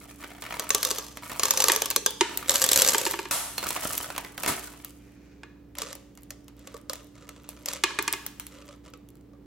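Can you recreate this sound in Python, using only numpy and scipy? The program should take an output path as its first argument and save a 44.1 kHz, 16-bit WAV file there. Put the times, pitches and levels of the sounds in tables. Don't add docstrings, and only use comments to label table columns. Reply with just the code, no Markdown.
import sys
import numpy as np
from scipy import signal
from scipy.fft import rfft, irfft, next_fast_len
from scipy.io import wavfile
from scipy.ndimage import uniform_filter1d

SR = 44100
rng = np.random.default_rng(int(sys.argv[2]) if len(sys.argv) > 2 else 0)


def store_pcm(level_fs):
    pcm = np.round(np.clip(level_fs, -1, 1) * 32767).astype(np.int16)
    wavfile.write(sys.argv[1], SR, np.atleast_2d(pcm).T)


N = 417177
TIME = np.arange(N) / SR
HIT_TIME = TIME[:2048]
PAN = np.array([[.5], [-.5]])


def from_db(db):
    return 10 ** (np.asarray(db) / 20)


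def unit_rms(x):
    return x / np.sqrt(np.mean(x ** 2) + 1e-20)


def decay(t, t60_s):
    return np.exp(-np.log(1000) * t / t60_s)


def onset(t, rise_s):
    return 1 - np.exp(-(t / rise_s) ** 2)


def gesture(start_s, length_s, attack_s, release_t60_s):
    age = TIME - start_s
    return np.clip(age / attack_s, 0, 1) * decay(np.maximum(age - length_s, 0), release_t60_s)


def random_pitch(low_hz, high_hz):
    return low_hz * (high_hz / low_hz) ** rng.random()


def equalise(x, spectrum):
    size = next_fast_len(x.shape[-1])
    hz, db = np.transpose(spectrum)
    gains = from_db(np.interp(np.log(np.fft.rfftfreq(size, 1 / SR) + 1), np.log(hz), db))
    return irfft(rfft(x, size) * gains, size)[..., :x.shape[-1]]


# freq_hz, side_over_mid_db
STEREO_WIDTH = [(60, -26.5), (250, -17), (700, 2), (1300, -9.5), (4000, -3.5), (10000, 0)]


def stereo(pair, spectrum):
    mid, side = pair[0], equalise(pair[1], STEREO_WIDTH)
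    return unit_rms(equalise(np.array([mid + side, mid - side]), spectrum))


def noise(spectrum, size):
    return stereo(rng.standard_normal((2, size)), spectrum)


def grains(per_s, spread_db):
    sizes = from_db(spread_db * np.minimum(rng.exponential(1, N), 4))
    return unit_rms((rng.random(N) < per_s / SR) * sizes * rng.choice([-1, 1], N))


def add(out, start_s, sound):
    start = max(round(start_s * SR), 0)
    out[:, start:start + sound.shape[1]] += sound[:, :N - start]


def contact(spectrum, crack_t60_s, modes=(), ring_db=0, spread_db=0, rise_cycles=0.55, detuning=0.023):
    t = HIT_TIME
    out = unit_rms(equalise(rng.standard_normal(len(t)), spectrum)) * decay(t, crack_t60_s)
    for hz, db, t60_s in modes:
        strength, detune = rng.standard_normal(2)
        wave = np.sin(2 * np.pi * (hz * (1 + detuning * detune) * t + rng.random()))
        envelope = onset(t, rise_cycles / hz) * decay(t, t60_s)
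        out += from_db(db + ring_db + spread_db * strength) * wave * envelope
    return out


def brighten(hit, treble_db):
    dull = signal.lfilter(*signal.butter(1, 3500, fs=SR), hit)
    return dull + from_db(treble_db) * (hit - dull)


def place(hit):
    phase_per_sample = -2j * np.pi * np.fft.rfftfreq(len(hit))
    lag_samples = 0.99 + 0.78 * rng.standard_normal()
    direct = np.exp(phase_per_sample * np.array([[lag_samples], [0]]))
    reflected = from_db(-13) * np.exp(phase_per_sample * rng.uniform(.0002, .0012, (2, 1)) * SR)
    return irfft(rfft(hit) * (direct + reflected))


def play(rows, sound, neutral_db, hardness, pan_db):
    direct, outward = np.zeros((2, 2, N))
    for start_s, level_db, treble_db, *sound_args in rows:
        directions = np.array([sound(*sound_args) for _ in range(3)])
        hit, *others = brighten(directions, hardness * (treble_db - neutral_db))
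        hit = place(hit)
        power = uniform_filter1d(np.mean(hit ** 2, axis=0), size=88, mode="constant")
        hit = hit / np.sqrt(power.max()) * from_db(level_db + pan_db * PAN)
        add(direct, start_s, hit)
        add(outward, start_s, unit_rms(np.array(others)) * hit.std())
    return np.array([direct, outward])


def patter(gain, sound, per_s, spread_db, count=24):
    spots = [unit_rms(place(sound())) / np.sqrt(len(HIT_TIME)) for _ in range(count)]
    sizes = grains(per_s, spread_db) * gain
    out = np.zeros((2, N))
    for i in np.flatnonzero(np.abs(sizes) > 1e-6):
        add(out, i / SR, sizes[i] * spots[i % count])
    return out


# freq_hz, gain_db
AIR_SPECTRUM = [(25, -17), (55, -3), (85, -11.5), (130, -6), (290, -8), (430, -10.5), (650, -23),
                (10000, -49.5), (16000, -43)]
# pitch_hz, level_db
HUM_LINES = [(59.2, -57), (118.4, -62.5), (193.8, -65), (290.7, -56)]
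HUM_PANS = [0.5, -2.5, -6.5, -6.5]


def background():
    out = noise(AIR_SPECTRUM, N) * from_db(-55 - 1.2 * PAN)
    for (hz, db), pan_db in zip(HUM_LINES, HUM_PANS):
        waver = np.cumsum(rng.standard_normal(N)) * np.sqrt(2 * np.pi * 1.3 / SR)
        out += np.sqrt(2) * from_db(db + pan_db * PAN) * np.sin(2 * np.pi * hz * TIME + waver)
    return out


# freq_hz, gain_db
KNOCK_SPECTRUM = [(60, -11), (130, 0.5), (400, 0.5), (1100, 0), (3500, -6.5), (7000, -13.5)]


def bag_contact(pitch_hz):
    return contact(KNOCK_SPECTRUM, 0.018, [(pitch_hz, -3, .02)]) * (1 - np.exp(-HIT_TIME / 0.0006))


# start_s, length_s, crinkle_db, contents_db
BAG_GESTURES = [(-0.1, 0.016, -43, -46.5), (0.182, 0.032, -53, -50), (0.392, 0.21, -50, -45),
                (1.208, 0.18, -46, -45.5), (2.279, 0.056, -44.5, -42), (3.559, 0.23, -35.5, -43.5),
                (3.794, 0.16, -37.5, -43.5), (4.369, 0.16, -38.5, -44.5)]
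# freq_hz, gain_db
CRINKLE_SPECTRUM = [(1500, -14.5), (3500, -5), (8000, 3.5), (12000, 2), (16000, -2.5)]
# start_s, level_db, pitch_hz
KNOCKS = [(0.242, -34.5, 1600), (0.425, -37, 1270), (0.568, -33.5, 1070), (1.296, -37, 1860),
          (1.317, -32, 1180), (3.58, -22, 4200), (3.628, -27, 960), (3.667, -25, 1330), (3.705, -23, 960),
          (3.762, -24, 1210), (3.836, -30, 1400), (4.102, -29.5, 1510), (4.179, -23, 920),
          (4.247, -33, 2030), (4.378, -29, 1530)]


def bag():
    flexing = shifting = 0
    for start_s, length_s, crinkle_db, contents_db in BAG_GESTURES:
        move = gesture(start_s, length_s, attack_s=0.044, release_t60_s=1)
        flexing += from_db(crinkle_db) * move
        shifting += from_db(contents_db) * move
    drift = signal.sosfilt(signal.butter(2, 35, fs=SR, output="sos"), rng.standard_normal(N))
    clumps = from_db(4 * unit_rms(drift))
    crinkle = stereo([grains(per_s=480, spread_db=4) * clumps for _ in range(2)], CRINKLE_SPECTRUM)
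    contents = patter(shifting, lambda: bag_contact(random_pitch(660, 3000)), per_s=260, spread_db=5)
    rows = [(s, db, db, hz) for s, db, hz in KNOCKS]
    knocks = play(rows, bag_contact, neutral_db=-34, hardness=0.93, pan_db=-3)
    return flexing * crinkle + from_db(2) * contents + knocks


# freq_hz, gain_db
TICK_SPECTRUM = [(200, -19), (700, -2.5), (4500, -5), (9000, -1), (13000, 2), (16000, -2)]


def tick_contact():
    return contact(TICK_SPECTRUM, 0.0073) + from_db(-13.5) * contact(TICK_SPECTRUM, 0.022)


# start_s, relative_db, body_db
SHARP_TICKS = [(0.422, -20.5, -41.5), (0.692, -14.5, -53), (1.172, -21, -18), (1.903, -6, -29),
               (2.107, -15, -42), (2.374, -6.5, -36), (3.111, -8.5, -34.5), (3.311, -8.5, -27.5),
               (3.979, -8, -35.5), (4.163, -20, -31), (4.435, -13, -10), (4.462, -11, -8),
               (4.847, -18.5, -50), (5.753, -30.5, -40), (5.953, -25, -46), (6.175, -34, -42),
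               (6.233, -33, -67), (6.482, -34, -48.5), (6.767, -31, -54), (6.956, -25, -49),
               (7.49, -18.5, -44), (8.025, -13.5, -44), (8.127, -7, -36), (8.264, -13, -37.5),
               (8.398, -15, -40), (8.467, -22, -48)]


def sharp_ticks():
    rows = [(s, db, db - body_db) for s, db, body_db in SHARP_TICKS]
    return from_db(-10) * play(rows, tick_contact, neutral_db=22.5, hardness=2, pan_db=0)


# freq_hz, gain_db
SHELL_SPECTRUM = [(150, -11.5), (400, -3), (1200, -3.5), (3000, -3), (7000, 1.5), (10000, -4), (12500, 0.5),
                  (16000, -14.5)]
# pitch_hz, back_db, front_db, t60_s
PLATE_MODES = [(434, -9, -14.5, 0.065), (531.5, -11, -11, 0.093), (880, -8, -22, 0.029),
               (1147, -1.5, -9.5, 0.03), (1599, -10.5, -10.5, 0.037), (3550, -18, -13, 0.022),
               (6190, 1, -14, 0.022), (7700, -13.5, 4, 0.014), (11480, 2, 10, 0.0046)]


def plate_contact(at_front):
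    modes = [(hz, front_db if at_front else back_db, t60) for hz, back_db, front_db, t60 in PLATE_MODES]
    clack = (random_pitch(2744, 7480), -3.5, 0.015)
    hit = contact(SHELL_SPECTRUM, 0.009, modes + [clack], ring_db=-18.5, spread_db=5, rise_cycles=0.98)
    hit *= onset(HIT_TIME, 0.0012)
    rebound_s = 0.0019 * rng.uniform(.5, 2)
    return hit + from_db(-10.5) * np.pad(hit, (int(rebound_s * SR), 0))[:len(hit)]


FRONT_FROM_S = 2.3
# start_s, relative_db
PLATE_FALLS = [(0.595, -13.5), (0.704, -5), (0.747, -5), (0.829, -9.5), (0.849, -7.5), (0.905, -13.5),
               (0.911, -11.5), (0.984, -17.5), (1.395, -10), (1.433, -5.5), (1.454, -8.5), (1.507, -2),
               (1.573, -8), (1.602, -5.5), (1.621, -9.5), (1.64, -3), (1.65, -32), (1.683, -4), (1.718, -5),
               (1.761, -9), (1.819, -8.5), (1.857, -14), (1.91, -14.5), (1.961, -3.5), (2.061, -3.5),
               (2.494, -1.5), (2.556, -6), (2.617, -6.5), (2.623, -9), (2.64, -4), (2.689, -5.5),
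               (2.717, -5), (2.731, -3.5), (2.759, -3.5), (2.774, -5), (2.797, -6.5), (2.819, -2),
               (2.847, -7), (2.875, -6.5), (2.886, -4), (2.893, -7.5), (2.981, -8.5), (3.052, -13)]


def plate_falls():
    rows = [(s, db, db, s > FRONT_FROM_S) for s, db in PLATE_FALLS]
    return from_db(-7) * play(rows, plate_contact, neutral_db=-25.5, hardness=0.31, pan_db=0.5)


# start_s, crest_s, relative_db
POUR_SWELLS = [(0.694, 0.937, -34.5), (1.41, 1.71, -27.5), (2.467, 2.936, -22.5)]


def pour_rattle(build_db_per_s=14.5):
    jostling = rattle = 0
    for start_s, crest_s, db in POUR_SWELLS:
        build = from_db(db - build_db_per_s * np.maximum(crest_s - TIME, 0))
        jostling += build * gesture(start_s, crest_s - start_s, attack_s=0.028, release_t60_s=0.71)
    for at_front in (False, True):
        gain = jostling * ((TIME > FRONT_FROM_S) == at_front)
        rattle += patter(gain, lambda: plate_contact(at_front), per_s=800, spread_db=5)
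    return from_db(-1.8) * rattle


# freq_hz, gain_db
BOARD_SPECTRUM = [(150, -12.5), (500, -11.5), (1500, 2.5), (8500, -5.5), (16000, -25.5)]
# pitch_hz, level_db, t60_s
BOARD_MODES = [(344.5, 5, 0.037), (387, 10, 0.029), (920, 2, 0.031), (1147, 4.5, 0.029), (1683, 2, 0.036),
               (2120, -3.5, 0.048), (2452, -1, 0.05), (2810, -5, 0.026)]


def board_contact(low_db):
    modes = [(hz, db + (low_db + 19.5) * (0.7 if hz < 1000 else -0.5), t60)
             for hz, db, t60 in BOARD_MODES]
    hit = contact(BOARD_SPECTRUM, 0.019, modes, ring_db=-6.5, rise_cycles=3.5, detuning=0.008)
    return hit * (1 - np.exp(-HIT_TIME / 0.0004))


# start_s, relative_db, treble_db, low_db
STRAY_HITS = [(1.698, -8, 8.5, -17.5), (2.209, -7, 14, -6.5), (2.946, -11.5, 10.5, -6),
              (3.064, -15.5, 9.5, -8), (3.138, -21, -12, -12), (3.19, -20.5, -1, -11),
              (3.254, -27, -14, -16), (5.433, -32, -31, -19.5), (7.837, -8, 12.5, -19),
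              (7.906, -28.5, -5, -18), (7.988, -12, 1.5, -17.5), (8.078, -14.5, 12, -18.5),
              (8.135, -18.5, 3.5, -17.5)]


def stray_candies():
    return from_db(-5) * play(STRAY_HITS, board_contact, neutral_db=6, hardness=0.75, pan_db=0.5)


# freq_hz, gain_db
RUSH_SPECTRUM = [(400, -10), (1000, 3.5), (2000, -3.5), (5000, -4), (9500, 1.5), (12500, -2.5),
                 (16000, -16.5)]
# freq_hz, gain_db
THUD_SPECTRUM = [(40, -44), (90, 2), (160, -7), (300, 0.5), (600, -14), (1400, -6.5), (5000, -22.5)]
# start_s, rush_db, rise_s, t60_s, thud_db
BAG_SLUMPS = [(3.309, -24.5, 0.0013, 0.73, -49), (4.474, -21.5, 0.0025, 0.21, -22.5)]


def bag_slumps():
    out = np.zeros((2, N))
    rush, thud = noise(RUSH_SPECTRUM, SR), noise(THUD_SPECTRUM, SR)
    age = TIME[:SR]
    for start_s, rush_db, rise_s, t60_s, thud_db in BAG_SLUMPS:
        envelope = (1 - np.exp(-age / rise_s)) * decay(age, t60_s)
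        add(out, start_s, envelope * (from_db(rush_db) * rush + from_db(thud_db) * thud))
    return out


# freq_hz, gain_db
ROLL_SPECTRUM = [(600, -26), (1500, -3), (2400, 0), (3200, -11), (6500, -11), (10000, -31)]


def rolling_candy():
    whirr = stereo([grains(per_s=2500, spread_db=3) for _ in range(2)], ROLL_SPECTRUM)
    return from_db(-65) * gesture(start_s=4.93, length_s=0.41, attack_s=0.12, release_t60_s=0.74) * whirr


# freq_hz, gain_db
SCUFF_SPECTRUM = [(300, -9.5), (1100, -1), (1900, 2.5), (3500, -0.5), (7500, -0.5), (16000, -21)]
# pitch_hz, level_db, t60_s
PRESSED_MODES = [(549.5, 0.5, 0.077), (1150, -5.5, 0.096), (1440, 6, 0.0075)]


def scuff_contact():
    return contact(SCUFF_SPECTRUM, 0.014, PRESSED_MODES,
                   ring_db=-8.5, spread_db=1, rise_cycles=0.6, detuning=0.074)


FINGER_ATTACK_S, FINGER_RELEASE_T60_S = 0.02, 0.095
# start_s, length_s, relative_db
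STROKES = [(5.76, 0.15, -44.5), (6.558, 0.23, -59), (6.881, 0.12, -56), (7.136, 1, -58),
           (7.666, 0.099, -44), (8.488, 0.27, -55.5), (8.832, 0.055, -54.5)]


def finger_scuffs():
    effort = sum(from_db(db) * gesture(start_s, length_s, FINGER_ATTACK_S, FINGER_RELEASE_T60_S)
                 for start_s, length_s, db in STROKES)
    scuffs = patter(effort, scuff_contact, per_s=260, spread_db=3)
    return from_db(1.5) * brighten(scuffs, 20 * np.log10(0.38 + effort / from_db(-44)))


def nudge_contact(ring_share_db):
    hit = contact(SHELL_SPECTRUM, 0.015, PRESSED_MODES,
                  ring_db=ring_share_db + 6, rise_cycles=1.43, detuning=0.077)
    return hit * onset(HIT_TIME, 0.00093)


# start_s, relative_db, ring_db
FINGER_NUDGES = [(5.784, -14, -49), (5.818, -12, -32.5), (5.928, -20, -51), (6.305, -19.5, -49),
                 (6.672, -25, -49), (6.742, -26.5, -34), (6.896, -12, -30.5), (6.932, -16, -63),
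                 (7.29, -24, -49.5), (7.658, -12.5, -41), (7.685, -9.5, -49), (7.733, -13.5, -46),
                 (8.688, -31, -47), (8.936, -28.5, -47.5), (9.333, -43, -49)]


def finger_nudges():
    rows = [(s, db, db, ring_db - db) for s, db, ring_db in FINGER_NUDGES]
    return from_db(-12) * play(rows, nudge_contact, neutral_db=-16.5, hardness=0.74, pan_db=-0.3)


def nail_ticks(start_s=6.1, length_s=3.1):
    settling = gesture(start_s, length_s, FINGER_ATTACK_S, FINGER_RELEASE_T60_S)
    return patter(from_db(-67) * settling, tick_contact, per_s=22, spread_db=3)


# freq_hz, gain_db
ROOM_SPECTRUM = [(100, -7.5), (400, 3.5), (1200, 2), (3000, 3), (8000, -5.5), (16000, -13.5)]


def kitchen(outward, near_db, near_t60_s, tail_t60_s=0.64):
    t = TIME[:SR // 2]
    envelope = (from_db(near_db) * decay(t, near_t60_s) + decay(t, tail_t60_s)) * onset(t, 0.00059)
    out = 0
    for direction in outward:
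        response = unit_rms(noise(ROOM_SPECTRUM, len(t)) * envelope) / np.sqrt(2 * len(t))
        out += signal.oaconvolve(direction[None], response, axes=1)[:, :N]
    return out


def lean_right(x, band_hz=(280, 660), pan_db=-6):
    low = signal.sosfilt(signal.butter(1, band_hz, "band", fs=SR, output="sos"), x)
    return x + low * (from_db(pan_db * PAN) - 1)


def scene():
    rustle = bag() + bag_slumps()
    ticks = sharp_ticks()
    plate = plate_falls() + pour_rattle() + finger_scuffs() + finger_nudges() + nail_ticks()
    board = stray_candies()
    direct, _ = plate + board + ticks + rustle
    _, outward = from_db(-10) * plate + from_db(-6.5) * ticks + from_db(-7) * rustle
    _, board_outward = from_db(-12) * board
    room = kitchen(outward, near_db=8, near_t60_s=0.085)
    board_room = kitchen(brighten(board_outward, treble_db=4), near_db=3, near_t60_s=0.05)
    return lean_right(direct + room + board_room) + rolling_candy() + background()


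def record(dry):
    rounded = np.tanh(signal.sosfilt(signal.butter(2, 42, "high", fs=SR, output="sos"), dry))
    return signal.sosfilt(signal.ellip(10, .2, 80, 16200, fs=SR, output="sos"), rounded)


dry = scene()
out = record(dry)
store_pcm(out)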